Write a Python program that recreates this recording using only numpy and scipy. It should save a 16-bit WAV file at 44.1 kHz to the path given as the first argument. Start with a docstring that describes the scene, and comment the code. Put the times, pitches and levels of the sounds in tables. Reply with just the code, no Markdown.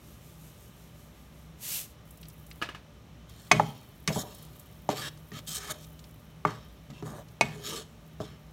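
"""Salting and stirring a curry

Close microphone at the stove of a small kitchen, over a low hum. A cook shakes salt into a steel pot of
thick curry, the crystals hissing over card, then tips the box upright and sets it down. A wooden spatula
knocks the wall and scrapes the bottom; the sauce slaps, and ticks as it tears loose."""
import sys
import numpy as np
from scipy import signal
from scipy.fft import rfft, irfft
from scipy.io import wavfile
from scipy.ndimage import uniform_filter1d

SR = 44100
rng = np.random.default_rng(int(sys.argv[2]) if len(sys.argv) > 2 else 0)


def store_pcm(level_fs):
    """Save levels as 16-bit WAV."""
    pcm = np.round(np.clip(level_fs, -1, 1) * 32767).astype(np.int16)
    wavfile.write(sys.argv[1], SR, np.atleast_2d(pcm).T)


N = 375732

# room tone with the flame on: (frequency [Hz], relative density [dB])
ROOM_TONE = [(30, -16.5), (64, 1.5), (87, -7.5), (200, -9), (300, -16.5), (700, -22.5), (1500, -28.5),
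             (3900, -31.5), (4800, -39.5), (5600, -34.5), (7600, -41.5), (10400, -45), (12500, -43),
             (16000, -46)]
# wavering hums and faint whines: (centre [Hz], width [Hz], level [dB])
HUMS = [(59.2, 5.3, -59), (114.3, 11.3, -60.5), (157.6, 7, -57), (589.7, 20, -71), (1201, 76, -73),
        (3033, 20, -76)]
# ticks of the box being closed, then of sticky sauce: (time [s], peak [dB], centre [Hz])
TICK_EVENTS = [(2.1077, -38, 13100), (2.174, -47, 12000), (2.213, -42, 13600), (2.23, -40.5, 3480),
               (2.254, -43, 3730), (2.284, -37, 14600), (2.2994, -44.5, 6130), (2.4653, -43, 10100),
               (2.5043, -42, 11100), (2.5123, -36, 3330), (4.4258, -38.5, 12600), (4.596, -37, 13200),
               (5.992, -43.5, 5230), (6.041, -42.5, 4060), (6.903, -44, 3870), (4.348, -38, 12500),
               (4.383, -44, 12000), (5.174, -47.5, 6760), (7.285, -49, 5000)]
# the box landing and bouncing on the counter: (time [s], gain [dB])
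BOX_BOUNCES = [(2.616, -31), (2.6232, -24.5), (2.6893, -33), (2.7481, -38.5)]
# modes of the hollow box: (frequency [Hz], level [dB], t60 before damping [s])
BOX_MODES = [(360, 6, 0.026), (1245, 6, 0.06), (1705, 1, 0.12), (2570, -10.5, 0.26), (2880, 3, 0.054)]
# shakes of the salt box: (peak time [s], level [dB])
SALT_SHAKES = [(.1, -60.5), (.283, -59.5), (.457, -58), (.632, -60), (.82, -61.5), (1.018, -62.5),
               (1.202, -66), (1.398, -65.5)]
# salt sliding back as the box tips upright: (peak time [s], level [dB], half length [s])
SALT_RUSHES = [(1.657, -39.5, 0.028), (1.743, -33, 0.057), (1.903, -59.5, 0.022)]
# hiss of salt on card: (frequency [Hz], relative density [dB])
SALT_SPECTRUM = [(500, -21), (1600, -15.5), (2700, -7.5), (4860, -8.5), (6300, -5.5), (9000, -5.5),
                 (10400, -8), (11800, -2), (16000, -9.5)]
# fine crackle of the handled box, then of the sauce film on the hot wall: (time [s], gain [dB])
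CRACKLE_GAIN = [(2.05, -69.5), (2.6, -67.5), (2.7, -86), (3.27, -94), (3.3, -74), (3.5, -66.5),
                (4.0, -71.5), (4.3, -64), (4.7, -68.5), (6.1, -68), (6.4, -76.5), (7.3, -75.5),
                (8.52, -78.5)]
# modes of the sauce-filled steel pot: (frequency [Hz], level [dB], t60 before damping [s])
POT_MODES = [(117.8, -10.5, 0.72), (158.3, -3.5, 0.33), (209.3, -2, 0.1), (293, -7, 0.29), (417, -3, 0.31),
             (595, 0, 0.14), (727, 1, 0.1), (905, 5, 0.068), (1173, 1, 0.11), (1304, -1.5, 0.096),
             (1756, -4, 0.063), (2217, -14, 0.24), (2500, -12, 0.179), (3140, -14.5, 0.12),
             (3870, -8, 0.033), (4380, -17.5, 0.081), (5380, -16, .08), (6240, -10.5, 0.12),
             (6820, -18.5, 0.049)]
# the wood catching one spot of the wall: (start [s], end [s], gain [dB], pitch [Hz])
WALL_CATCHES = [(4.122, 4.148, -41, 5260), (4.177, 4.205, -47, 5400), (4.18, 4.215, -42, 6750),
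                (4.98, 5.022, -44.5, 1210), (5.0, 5.091, -42, 1750), (5.677, 5.717, -41.5, 1150),
                (6.928, 7.023, -59, 2700), (7.652, 7.84, -43.5, 417), (7.70, 7.76, -48, 1210)]
# rasp of wood on steel: (frequency [Hz], relative density [dB])
RASP_SPECTRUM = [(2000, 15.5), (3500, -1), (4800, -5.5), (6900, 1), (10400, -10), (12500, -9), (16000, -17)]
# spatula drags: (start [s], end [s], ease [s], rasp at start [dB], rasp at end [dB], wall drone [dB],
# dry edge [dB], pot shudder [dB], wet slap [dB]), the last four relative to the rasp
SPATULA_STROKES = [(3.282, 3.52, 0.011, -63.5, -66.5, -1.5, 1.5, -17, -24),
                   (4.109, 4.22, 0.02, -49, -46.5, -2, 6, 6, -5),
                   (4.948, 5.085, 0.016, -42.5, -44, 1.5, -3.5, -3.5, -2),
                   (5.314, 5.393, 0.024, -51.5, -50, -0.5, -4.5, 8.5, -5.5),
                   (5.459, 5.583, 0.016, -48.5, -42.5, -4, 5.5, -6, -10.5),
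                   (5.57, 5.698, 0.023, -53, -49.5, 5.5, 4, -12, 1.5),
                   (5.69, 5.715, 0.019, -39.5, -45, 5.5, 8.5, -5, 1),
                   (5.79, 5.847, 0.011, -69, -57.5, -6, 5, 2, -3),
                   (6.914, 7.004, 0.022, -62.5, -63, -4, -6, 12, 5),
                   (7.004, 7.193, 0.062, -62.5, -68, 6.5, 9.5, 22.5, 20),
                   (7.594, 7.791, 0.081, -38.5, -45.5, -3.5, 0, -8, -10),
                   (8.233, 8.37, 0.018, -62, -68.5, 7, -22, 15, 0)]
# after a blow the edge skids on and the sauce settles:
# (time [s], rasp [dB], wall [dB], edge [dB], shudder [dB], slap [dB], fade time [s])
SKIDS = [(3.529, -47.5, -71, -48.5, -25.5, -31.5, 0.48), (4.085, -59, -59, -43, -27, -29.5, 0.16),
         (4.164, -68, -57, -70, -29, -33.5, 0.28), (4.235, -59, -62, -58, -56, -48, 1.16),
         (4.9, -42.5, -39, -46.5, -31, -28, 0.25), (5.728, -60, -55, -57.5, -51, -48, 0.31),
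         (6.464, -51.5, -40, -58.5, -40, -37, 0.41), (6.899, -72, -57, -70, -35.5, -56, 0.22),
         (7.429, -51, -43.5, -55, -32, -45, 0.54), (7.549, -75, -72, -57.5, -60, -52.5, 1),
         (8.208, -54.5, -58, -55, -33.5, -39, 0.22)]
# fall over one fade time: (rasp [dB], wall [dB], edge [dB], shudder [dB], slap [dB])
SKID_FALL = (34.4, 60, 45, 51.6, 70)
# spatula blows: (time [s], gain [dB], wood pitch [Hz], t60 before damping [s], thump [dB], ring [dB],
# crack [dB]), the last three relative to the gain
SPATULA_BLOWS = [(3.513, -15.5, 1088, 0.11, -21, 5.5, -15), (3.515, -5, 2070, 0.036, -21, -2, -4.5),
                 (3.597, -4, 830, 0.043, -22, -40, -30), (4.076, -30, 1150, 0.12, -2.5, 8.5, 13),
                 (4.16, -26.5, 820, 0.066, -8.5, -29, -24), (4.89, -12, 784, 0.036, -12.5, -30, -18),
                 (5.318, -39.5, 1860, 0.072, -2, -18, -6), (6.451, -9, 1170, 0.028, -16, -21, -28),
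                 (7.025, -30.5, 900, 0.04, -1.5, -37, -18), (7.41, -10.5, 645, 0.04, -19.5, 6, -5.5),
                 (8.202, -26.5, 643, 0.081, -5.5, -40, -18)]


def undb(db):
    return 10 ** (np.asarray(db) / 20)


def unit(x):
    """Scale to rms 1."""
    return x / np.sqrt(np.mean(x ** 2))


def colour(x, tone):
    """Filter x by a curve of (frequency [Hz], gain [dB]) points."""
    hz, db = np.transpose(tone)
    f = np.maximum(np.fft.rfftfreq(len(x), 1 / SR), 1)
    return irfft(rfft(x) * undb(np.interp(np.log(f), np.log(hz), db)), len(x))


def band(x, lo_hz, hi_hz):
    sos = signal.butter(2, [lo_hz, min(hi_hz, .45 * SR)], "bandpass", fs=SR, output="sos")
    return signal.sosfilt(sos, x)


def add(out, s, x):
    """Mix x into out at s seconds."""
    i = int(s * SR)
    out[i:i + len(x)] += x[:len(out) - i]


def wander(per_s):
    """Random drift with a spread of about 1."""
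    s = np.arange(0, N / SR + 1, 1 / per_s)
    return 1.2 * np.interp(np.arange(N) / SR, s, rng.standard_normal(len(s)))


def grains(per_s, spread_db):
    """Random clicks, many small and a few large."""
    clicks = (rng.random(N) < per_s / SR) * rng.standard_normal(N)
    return clicks * undb(spread_db * rng.exponential(size=N))


def decay(t60, length):
    """Envelope that falls 60 dB in t60 seconds."""
    return undb(-60 * np.arange(length) / SR / t60)


def burst(t60, lo_hz, hi_hz, length=6000):
    """Decaying noise in a band, peak 1."""
    x = band(rng.standard_normal(length) * decay(t60, length), lo_hz, hi_hz)
    return x / np.abs(x).max()


def ring(modes, lo_hz=0, hi_hz=SR, damp=0.53, spot_db=0., length=12000):
    """Struck modes in a band; damp scales each t60, the spot struck sets each sign and share."""
    t = np.arange(length) / SR
    out = np.zeros(length)
    for hz, db, t60 in modes:
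        if lo_hz <= hz < hi_hz:
            share = rng.choice([-1, 1]) * undb(db + spot_db * rng.standard_normal())
            out += share * np.sin(2 * np.pi * hz * t) * decay(t60 * damp, length)
    return out


def rubbed_pot(drive, lo_hz, hi_hz, damp, spot_db):
    """Pot modes driven by clicks; each mode's share drifts as the contact travels."""
    out = np.zeros(N)
    for mode in POT_MODES:
        if lo_hz <= mode[0] < hi_hz:
            share = undb(spot_db * wander(9.7))
            out += signal.oaconvolve(drive * share, ring([mode], damp=damp, length=3500))[:N]
    return unit(out)


def patchy(x, lo_hz, hi_hz, depth_db):
    """Overlapping bands of x swell and fade apart, as the contact finds other spots."""
    centres = np.log(np.geomspace(lo_hz, hi_hz, num=30))
    log_hz = np.log(np.maximum(np.fft.rfftfreq(N, 1 / SR), 1))
    spectrum = rfft(x)
    bands = (irfft(spectrum * np.interp(log_hz, centres, one), N) for one in np.eye(30))
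    return unit(sum(undb(depth_db * wander(18)) * part for part in bands))


def kitchen(air_db=-56.5):
    """The bed: steady noise of flame and room, with bass hums and faint whines."""
    air = colour(rng.standard_normal(N), ROOM_TONE)
    air *= undb(air_db) / band(air, 159, 14930).std()
    hums = sum(undb(db) * unit(band(rng.standard_normal(N), hz - width / 2, hz + width / 2))
               for hz, width, db in HUMS)
    return air + hums


def reflections(near, t60=0.41, dull_hz=3640, build_s=0.0043):
    """The short tail of a small kitchen whose walls swallow the treble."""
    t = np.arange(int(t60 * SR)) / SR
    tail = rng.standard_normal(len(t)) * decay(t60, len(t)) * np.minimum(t / build_s, 1)
    tail = signal.lfilter(*signal.butter(1, dull_hz, fs=SR), tail)
    return signal.fftconvolve(near, tail / np.sqrt(np.sum(tail ** 2)))[:N]


def ticks():
    """Short bright clicks as the box closes and, later, as sauce tears loose."""
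    out = np.zeros(N)
    for s, db, hz in TICK_EVENTS:
        add(out, s, undb(db) * burst(0.042, hz * 0.6, hz * 1.48))
    return out


def box():
    """The hollow box clacks on the counter and bounces."""
    out = np.zeros(N)
    for s, db in BOX_BOUNCES:
        body = undb(-5) * ring(BOX_MODES, length=6000)
        clack = undb(-1) * burst(0.18, 430, 3150)
        click = undb(-17.5) * burst(0.078, 4000, 17000)
        add(out, s, undb(db) * (body + clack + click))
    return out


def salt(shake_half_s=0.063, trickle_db=-68):
    """Thousands of crystals slide over card: a hiss that swells and fades, over a thin trickle."""
    t = np.arange(N) / SR
    swells = [(s, db, shake_half_s) for s, db in SALT_SHAKES] + SALT_RUSHES
    power = sum(undb(db) ** 2 * np.exp(-((t - s) / half) ** 2) for s, db, half in swells)
    power += undb(trickle_db) ** 2 * np.clip(1 - t / 2.2, 0, 1)
    return np.sqrt(power) * unit(colour(grains(15000, 0.85), SALT_SPECTRUM))


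def crackle():
    """Fine treble from the handled box, then from sauce thinning on the hot wall."""
    pops = signal.oaconvolve(grains(260, 2.5), burst(.02, 10500, 15500, length=900))[:N]
    pops = unit(band(pops, 10500, 15500))
    fizz = undb(3 + 1.4 * wander(31)) * unit(band(grains(6000, 3.3), 7750, 23000))
    db = np.interp(np.arange(N) / SR, *np.transpose(CRACKLE_GAIN), left=-np.inf, right=-np.inf)
    return uniform_filter1d(undb(db), size=200) * (pops + fizz)


def sauce(shudder_gain, slap_gain):
    """Thick sauce rocks the pot on its grate and slaps its lower wall."""
    shudder = rubbed_pot(grains(600, 1.13), 0, 260, damp=0.64, spot_db=0.85)
    lumps = grains(900, 1.46)
    wall = rubbed_pot(lumps, 260, 1000, damp=0.31, spot_db=5.1)
    slap = unit(wall + undb(-3) * unit(band(lumps, 374, 930)))
    return shudder_gain * shudder + slap_gain * slap


def singing_wall(t60=0.0297):
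    """The rubbing wood catches one spot and the wall sings briefly on a single pitch."""
    out = np.zeros(N)
    for s, end, db, hz in WALL_CATCHES:
        length = int((end - s) * SR)
        rub = np.sin(np.linspace(0, np.pi, length)) * rng.standard_normal(SR)[:length]
        mode = ring([(hz, 0, t60)], damp=1, length=3000)
        add(out, s, undb(db) * signal.fftconvolve(rub, mode / np.sqrt(np.sum(mode ** 2))))
    return out


def stirring_gains():
    """Gains of rasp, wall, edge, shudder and slap: strokes grip, hold and lift off; skids fade away."""
    t = np.arange(N) / SR
    power = np.zeros((5, N))
    for s, end, ease, start_db, end_db, *above_db in SPATULA_STROKES:
        hold = np.clip(np.minimum((t - s) / ease, 1 + (end - t) / ease), 0, 1)
        rasp = hold ** 2 * undb(np.interp(t, [s, end], [start_db, end_db]))
        power += np.outer(undb([0, *above_db]), rasp) ** 2
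    for s, *db, fade_s in SKIDS:
        fall_db = np.outer(SKID_FALL, np.maximum(t - s, 0) / fade_s)
        power += (t > s) * undb(np.array(db)[:, None] - fall_db) ** 2
    return uniform_filter1d(np.sqrt(power), size=200)


def scrape(rasp_gain, wall_gain, edge_gain):
    """The wooden edge sticks and slips; the slips rasp and drive the wall modes."""
    slips = grains(6000, 0.32) * undb(1.3 * wander(90))  # the grip on the steel is never even
    grit = patchy(colour(slips, RASP_SPECTRUM), 2400, 16000, depth_db=3.5)
    rasp_ring = undb(-2.5) * rubbed_pot(slips, 3000, 6000, damp=0.35, spot_db=3)
    wall_ring = rubbed_pot(slips, 1000, 2400, damp=0.43, spot_db=5.2)
    edge_ring = undb(-10) * rubbed_pot(slips, 6000, 7500, damp=0.37, spot_db=2)
    rasp = unit(band(grit, 3070, 5030)) + rasp_ring
    wall = unit(unit(band(slips, 1200, 2040)) + wall_ring)
    edge = unit(unit(band(grit, 7200, 20000)) + edge_ring)
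    # neighbouring filters flip phase where they meet, so the top band is inverted to join without a gap
    return rasp_gain * rasp + wall_gain * wall - edge_gain * edge


def knocks(length=12000):
    """Spatula on steel, close up: a dull wooden knock, the pot's thump and ring, and a short crack."""
    out = np.zeros(N)
    for s, db, hz, t60, thump_db, ring_db, crack_db in SPATULA_BLOWS:
        wood_noise = undb(-9) * band(burst(t60, hz * .4, hz * 1.6, length), hz / 4, hz * 2)
        wood = ring([(hz, 0, t60)]) + wood_noise
        low_wall = undb(-16.5) * ring(POT_MODES, 500, 1800, damp=0.44, spot_db=3.5)
        high_wall = undb(ring_db) * ring(POT_MODES, 1800, 2800, damp=0.36)
        crack = burst(0.04, 1860, 7000, length) + undb(-3) * ring(POT_MODES, lo_hz=3500)
        tail = undb(-8.5) * burst(0.14, 1300, 2900, length)  # many faint modes blur together
        thump = undb(thump_db) * ring(POT_MODES, hi_hz=500)
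        press = np.minimum(np.arange(length) * hz / SR, 1)  # wood takes a cycle to press in
        blow = press * (wood + thump) + low_wall + high_wall + undb(crack_db) * (crack + tail)
        add(out, s, undb(db) * blow)
    return out


def scene(reflections_db=-21.5):
    """Mono, close to the pot: mostly direct sound, with the kitchen well behind it."""
    rasp, wall, edge, shudder, slap = stirring_gains()
    near = salt() + scrape(rasp, wall, edge) + sauce(shudder, slap) + crackle()
    near += knocks() + box() + ticks() + singing_wall()
    return (near + undb(reflections_db) * reflections(near) + kitchen())[None]


def record(dry, bass_cut_hz=59.4, top_hz=15800):
    """The microphone path cuts the deep bass and the top."""
    dry = signal.sosfilt(signal.butter(2, bass_cut_hz, "highpass", fs=SR, output="sos"), dry)
    return signal.sosfilt(signal.ellip(10, .2, 90, top_hz, fs=SR, output="sos"), dry)


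dry = scene()
out = record(dry)
store_pcm(out)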